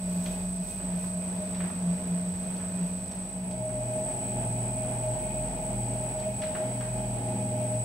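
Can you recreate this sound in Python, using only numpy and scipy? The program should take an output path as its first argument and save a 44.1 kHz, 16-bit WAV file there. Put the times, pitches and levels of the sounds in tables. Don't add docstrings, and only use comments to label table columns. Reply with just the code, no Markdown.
import sys
import numpy as np
from scipy.fft import rfft, irfft, next_fast_len
from scipy.io import wavfile
from scipy.ndimage import map_coordinates

SR = 44100
rng = np.random.default_rng(int(sys.argv[2]) if len(sys.argv) > 2 else 0)


def wrap_up_sound(samples):
    columns = np.atleast_2d(samples).T
    tamed = np.clip(columns, -1, 1)
    steps = np.round(tamed * 32767).astype(np.int16)
    wavfile.write(sys.argv[1], SR, steps)


N = 345744

# time in seconds, level in dB before a small trim.
SLOW_HUM_CURVE = [(0.0, -37.5), (0.09, -30.5), (0.62, -37), (0.67, -45), (0.91, -31.5), (1.39, -33),
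                  (1.41, -39.5), (1.65, -29.5), (1.7, -42), (1.88, -27), (2.0, -38.5), (2.1, -30),
                  (2.62, -37), (2.83, -29), (3.14, -46), (3.18, -36), (3.33, -45), (3.37, -36), (3.73, -43),
                  (3.75, -53)]
FAST_HUM_CURVE = [(3.3, -58), (3.62, -39), (3.84, -34), (4.09, -45), (4.55, -33), (4.89, -38), (5.13, -32),
                  (5.19, -48), (5.4, -36), (5.57, -48), (5.83, -33), (6.24, -42.5), (6.36, -35.5),
                  (6.5, -60), (6.66, -38), (7.8, -32)]
DRONE_CURVE = [(0.0, -60), (0.04, -50), (0.41, -46), (1.99, -60), (5.74, -41), (6.62, -52), (6.99, -44),
               (7.71, -59), (7.84, -48)]
SLOW_HUM_HZ, FAST_HUM_HZ, DRONE_HZ = 180, 120, 43.8
SAG_PER_DB = 0.0046
HUM_FADE_S = 0.08

# pitch in Hz, level in dB (at fast
SLOW_MOTOR_TONES = [(57, -68), (85, -54), (100, -54), (114, -54), (171, -45.5), (199, -52), (220, -64),
                    (240, -55), (261, -57), (490, -65.5), (610, -58.5), (661, -56)]
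FAST_MOTOR_TONES = [(100, -49.5), (160, -46), (180, -48.5), (200, -41.5), (220, -54.5), (239, -50.5),
                    (259, -49), (268, -53.5), (355, -56.5), (373, -54), (460, -62.5), (483, -57.5),
                    (665, -54), (818, -53), (842, -57.5), (865, -55.5)]
# time in seconds, level in dB before a trim.
HAND_LOAD = [(4.0, -41), (4.55, -38), (4.95, -42), (5.95, -39.5), (6.15, -43), (7.15, -39), (7.5, -36),
             (7.84, -42.5)]

# frequency in Hz, relative density in dB per Hz.
SLOW_RUSH_COLOUR = [(20, -16), (42, -3), (80, -0.5), (150, -1.5), (250, -2), (320, -5.5), (480, -5.5),
                    (540, -7.5), (650, 0), (740, -11), (830, -6), (1150, -16), (3000, -21), (7000, -40.5)]
FAST_RUSH_COLOUR = [(20, -16), (60, -1.5), (140, -2), (260, 0), (320, -6), (490, -4.5), (540, -8),
                    (650, 5.5), (745, -5), (840, 0), (930, -6.5), (1080, -17), (3000, -20.5), (6000, -45)]
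SLOW_BEARINGS_DB, FAST_BEARINGS_DB = -43.5, -40.5

# centre in Hz, width in Hz, level in dB.
SLOW_WHISTLE_BANDS = [(2510, 140, -61), (12000, 110, -73), (12700, 90, -71)]
FAST_WHISTLE_BANDS = [(2220, 130, -64.5), (2500, 116, -59.5), (2744, 40, -69.5), (3160, 90, -67.5),
                      (13250, 140, -72), (15700, 220, -66.5)]

# frequency in Hz, relative density in dB per Hz.
HISS_COLOUR = [(300, -9), (2000, -6.5), (4500, 5), (7000, 1.5), (9300, -5.5), (11000, -0.5), (15000, -4.5),
               (15700, -1.5)]

# centre in seconds, length in seconds, rise in dB.
BELT_CHIRPS = [(1.15, .07, 8), (1.425, .07, 11), (3.99, .09, 4), (6.2, .12, 4)]
TURN_HZ, TIGHT_S = 0.76, 3.78
BELT_GRIP = 2.1
BELT_RISE_S, BELT_RISE_LENGTH_S = 3.52, 0.089
BELT_SLOW_DB, BELT_EASE_DB_PER_S = -50, 1.6
BELT_FAST_DB, BELT_SWING_DB = -39.8, 3.2

# multiple of the drive frequency off the carrier,
# relative left level in dB, relative right level in dB, left-right likeness from -1 to 1.
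SLOW_SIDEBANDS = [(-25, -71, -66, 0.5), (-20, -67, -60, 0.2), (-14, -48, -45, 0.9), (-10, -50, -49, -0.8),
                  (-8, -63, -59, -0.2), (-3, -57, -47, -0.5), (-1, -47, -50, -0.4), (1, -52, -42, 0.8),
                  (3, -52, -51, -0.6), (8, -63, -52, 0.3), (10, -52, -54, 0.5), (14, -50, -52, 0.2),
                  (16, -65, -63, -0.1), (24, -71, -68, 0.2)]
FAST_SIDEBANDS = [(-22, -66, -63, 0.5), (-20, -56, -55, -0.1), (-16, -58, -56, 0.3), (-14, -44, -47, 0.4),
                  (-10, -53, -47, 0.6), (-8, -55, -50, 0.2), (-3, -52, -52, 0.2), (-1, -44, -43, -0.2),
                  (1, -44, -47, -0.4), (3, -52, -50, 0.1), (5, -58, -53, 0.4), (8, -56, -53, -0.1),
                  (10, -47, -44, -0.9), (14, -47, -49, -0.0), (16, -62, -53, 0.1), (23, -67, -61, -0.2)]
# time in seconds, level in dB before a trim.
WHINE_CURVE = [(0.0, -41.5), (1.05, -40.5), (3.36, -42), (3.38, -44.5), (4.11, -37.5), (7.58, -40.5),
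               (7.84, -36.5)]
CARRIER_HZ = 8139
SLOW_HZ, FAST_HZ = 13.87, 19.6

# centre in seconds, length in seconds, level in dB.
PALM_SLIDES = [(.25, 0.45, -50.5), (0.702, 0.15, -50.5), (1.04, .13, -51.5)]

# start in seconds, level in dB before a 3 dB lift, ring in Hz.
TAP_EVENTS = [(.259, -44, 3250), (.8, -52, 1500), (1.04, -48, 1050), (1.547, -51.5, 3500),
              (1.604, -42.5, 1860), (1.639, -47, 1200), (1.7, -48, 1190), (2.565, -56, 4600),
              (2.598, -48.5, 1550), (2.639, -51, 1050), (3.115, -53, 5550), (3.51, -54, 4900),
              (3.691, -52, 1300), (6.196, -54, 4500), (6.419, -43.5, 2900), (6.434, -44.5, 2470),
              (6.55, -41, 1600), (6.808, -42, 1600)]
# distance in octaves, relative level in dB.
TAP_SPECTRUM = [(-6, -19), (-1, 4), (0, 6.5), (1, -5), (1.7, -17.5), (7, -35)]

# frequency in Hz, likeness from 0 to 1.
STEREO_LIKENESS = [(150, 1), (350, 0.86), (700, 0.65), (1400, 0.28), (3000, 0), (12000, 0.08)]


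def amp(db):
    return 10 ** (np.asarray(db) / 20)


def unit(x):
    return x / np.sqrt(np.mean(np.abs(x) ** 2) + 1e-20)


def clock():
    return np.arange(N) / SR


def along(points, hz):
    f, value = np.transpose(points)
    return np.interp(np.log(hz + 1), np.log(f + 1), value)


def curves(rows):
    s, *columns = np.transpose(rows)
    return [np.interp(clock(), s, column) for column in columns]


def wobble(rate):
    coarse = clock()[::64]
    knots = rng.standard_normal(2048)
    smooth = map_coordinates(knots, [coarse * rate], mode="wrap")
    return np.interp(clock(), coarse, smooth)


def turning(hz):
    return 2 * np.pi * (np.cumsum(hz * np.ones(N)) / SR + rng.random())


def tone(phase, rough, rate):
    rough = np.clip(rough, 0, 1)
    steady, loose = np.sqrt(2 * (1 - rough)), np.sqrt(rough)
    in_phase = (steady + loose * wobble(rate)) * np.sin(phase)
    return in_phase + loose * wobble(rate) * np.cos(phase)


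def filtered(x, response):
    m = next_fast_len(N + 8192, real=True)
    spectrum = rfft(x, m) * response(np.fft.rfftfreq(m, 1 / SR))
    return irfft(spectrum, m)[..., :N]


def noise(gain):
    def mid_side_gain(hz):
        angle = np.arccos(np.clip(along(STEREO_LIKENESS, hz), -1, 1)) / 2
        return gain(hz) * [np.cos(angle), np.sin(angle)]

    mid, side = filtered(rng.standard_normal((2, N)), mid_side_gain)
    return unit(np.array([mid + side, mid - side]))


def rush(spectrum):
    return noise(lambda hz: amp(along(spectrum, hz)))


def frame_hum(rows, hz, gain_db, wander_hz, throb_db, rough, flutter_rate):
    db, = curves(rows)
    from_edge = np.minimum(clock() - rows[0][0], rows[-1][0] - clock())
    present = np.clip(1 + from_edge / HUM_FADE_S, 0, 1)
    usual_db = np.average(db, weights=present * amp(db) ** 2)
    db = db + throb_db * wobble(11)
    pitch = hz * (1 - SAG_PER_DB * (db - usual_db)) + wander_hz * wobble(4)
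    return present * amp(db + gain_db) * tone(turning(pitch), rough, flutter_rate)


def slow_wheel():
    bearings = amp(SLOW_BEARINGS_DB + 1.4 * wobble(7.78)) * rush(SLOW_RUSH_COLOUR)
    tones = motor_tones(SLOW_MOTOR_TONES, rough=0.67, flutter_rate=12)
    hiss = amp(-54.5) * rush(HISS_COLOUR)
    return bearings + tones + whistles(SLOW_WHISTLE_BANDS) + hiss


def fast_wheel():
    tones_db, = curves(HAND_LOAD)
    bearings = amp(FAST_BEARINGS_DB + 1.1 * wobble(12)) * rush(FAST_RUSH_COLOUR)
    tones = unit(motor_tones(FAST_MOTOR_TONES, rough=0.28, flutter_rate=8))
    tones = amp(tones_db + 0.96 + 0.7 * wobble(6)) * tones
    hiss = amp(-54) * rush(HISS_COLOUR)
    return bearings + tones + whistles(FAST_WHISTLE_BANDS) + hiss


def motor_tones(tones, rough, flutter_rate):
    load = np.cumsum(1 + 0.0029 * wobble(5)) / SR
    return sum(amp(db) * tone(2 * np.pi * hz * load, rough, flutter_rate) for hz, db in tones)


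def whistles(bands):
    def resonances(f):
        return sum(amp(db) / np.sqrt(width) / (1 + (2 * (f - hz) / width) ** 2) for hz, width, db in bands)

    level = np.linalg.norm([amp(db) for hz, width, db in bands])
    flutter = amp(1.1 * wobble(8.1) + 1.7 * wobble(35))
    return level * flutter * noise(resonances)


def belt(hz, rough, flutter_rate, unrest_db):
    loud = np.clip(0.5 + (clock() - BELT_RISE_S) / BELT_RISE_LENGTH_S, 0, 1)
    slow_db = BELT_SLOW_DB - BELT_EASE_DB_PER_S * clock()
    fast_db = BELT_FAST_DB + BELT_SWING_DB * tension()
    slip_db = sum(rise * np.exp(-(2 * (clock() - s) / length) ** 2) for s, length, rise in BELT_CHIRPS)
    db = (1 - loud) * slow_db + loud * fast_db + slip_db + unrest_db * wobble(14)
    phase = turning(hz + 2.546 * wobble(8))
    spread = np.array([tone(phase, 1, flutter_rate), tone(phase, 1, flutter_rate)])
    return amp(db) * (tone(phase, rough, flutter_rate) + amp(-13.5) * spread)


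def tension():
    return np.tanh(BELT_GRIP * np.cos(2 * np.pi * TURN_HZ * (clock() - TIGHT_S)))


def controller(fast):
    slow_whine = whine(SLOW_HZ, SLOW_SIDEBANDS, rough=0.12, flutter_rate=24, halo_db=-51, halo_width_hz=290)
    fast_whine = whine(FAST_HZ, FAST_SIDEBANDS, rough=0.2, flutter_rate=22, halo_db=-46, halo_width_hz=380)
    db, = curves(WHINE_CURVE)
    blend = ((1 - fast) * slow_whine + fast * fast_whine) / np.hypot(1 - fast, fast)
    return amp(db + 2.2 + 0.4 * wobble(30)) * blend


def whine(speed_hz, sidebands, rough, flutter_rate, halo_db, halo_width_hz):
    drive = turning(speed_hz * (1 + 0.0127 * wobble(9)))
    carrier = turning(CARRIER_HZ)
    out = amp(halo_db) * noise(lambda hz: 1 / np.sqrt(1 + (np.abs(hz - CARRIER_HZ) / halo_width_hz) ** 9))
    for multiple, left_db, right_db, likeness in sidebands:
        phase = carrier + multiple * drive + 2 * np.pi * rng.random()
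        lag = np.arccos(np.clip(likeness, -1, 1)) * rng.choice([-1, 1])
        left = amp(left_db) * tone(phase, rough, flutter_rate)
        right = amp(right_db) * tone(phase + lag, rough, flutter_rate)
        out += [left, right]
    return unit(out)


def clay():
    strokes = sum(amp(db) * np.exp(-(2 * (clock() - s) / length) ** 2) for s, length, db in PALM_SLIDES)
    film = rush([(1000, -5), (4000, 0), (11000, 1.5), (15500, -4)]) * amp(1.3 * wobble(120))
    return strokes * film


def taps(t60, room_db, room_t60, ring_share):
    out = np.zeros((2, N + SR))
    t = np.arange(SR // 2) / SR
    hz = np.fft.rfftfreq(len(t), 1 / SR)
    attack = 1 - np.exp(-t / 0.00053)
    for s, db, ring_hz in TAP_EVENTS:
        octaves = np.log2((hz + 1) / ring_hz)
        ring = ring_share / (1 + (octaves / 0.02) ** 2)
        colour = amp(np.interp(octaves, *np.transpose(TAP_SPECTRUM))) + ring
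        burst, *echo = unit(irfft(rfft(rng.standard_normal((3, len(t)))) * colour))
        tail = amp(room_db - 60 * t / room_t60 * np.sqrt(ring_hz / 2000)) * np.array(echo)
        tap = amp(db + 3) * (amp(-60 * t / t60) * burst + tail) * attack
        out[:, round(s * SR):][:, :len(t)] += tap
    return out[:, :N]


def scene():
    fast, = curves([(3.0, 0), (4.0, 1)])
    slow_hum = frame_hum(SLOW_HUM_CURVE, SLOW_HUM_HZ, gain_db=0.24, wander_hz=0.6, throb_db=1.9,
                         rough=0.02, flutter_rate=30)
    fast_hum = frame_hum(FAST_HUM_CURVE, FAST_HUM_HZ, gain_db=0.2, wander_hz=0.5, throb_db=0.7,
                         rough=0.03, flutter_rate=24)
    drone = frame_hum(DRONE_CURVE, DRONE_HZ, gain_db=-0.4, wander_hz=0.35, throb_db=0.7,
                      rough=0.08, flutter_rate=13)
    wheel = (1 - fast) * slow_wheel() + fast * fast_wheel()
    belt_note = belt(hz=622, rough=0.19, flutter_rate=22, unrest_db=1.6)
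    hands = clay() + taps(t60=0.082, room_db=-6.5, room_t60=0.69, ring_share=0.9)
    return slow_hum + fast_hum + drone + wheel + belt_note + controller(fast) + hands


def record(dry):
    return filtered(dry, lambda hz: hz < 15750)


dry = scene()
out = record(dry)
wrap_up_sound(out)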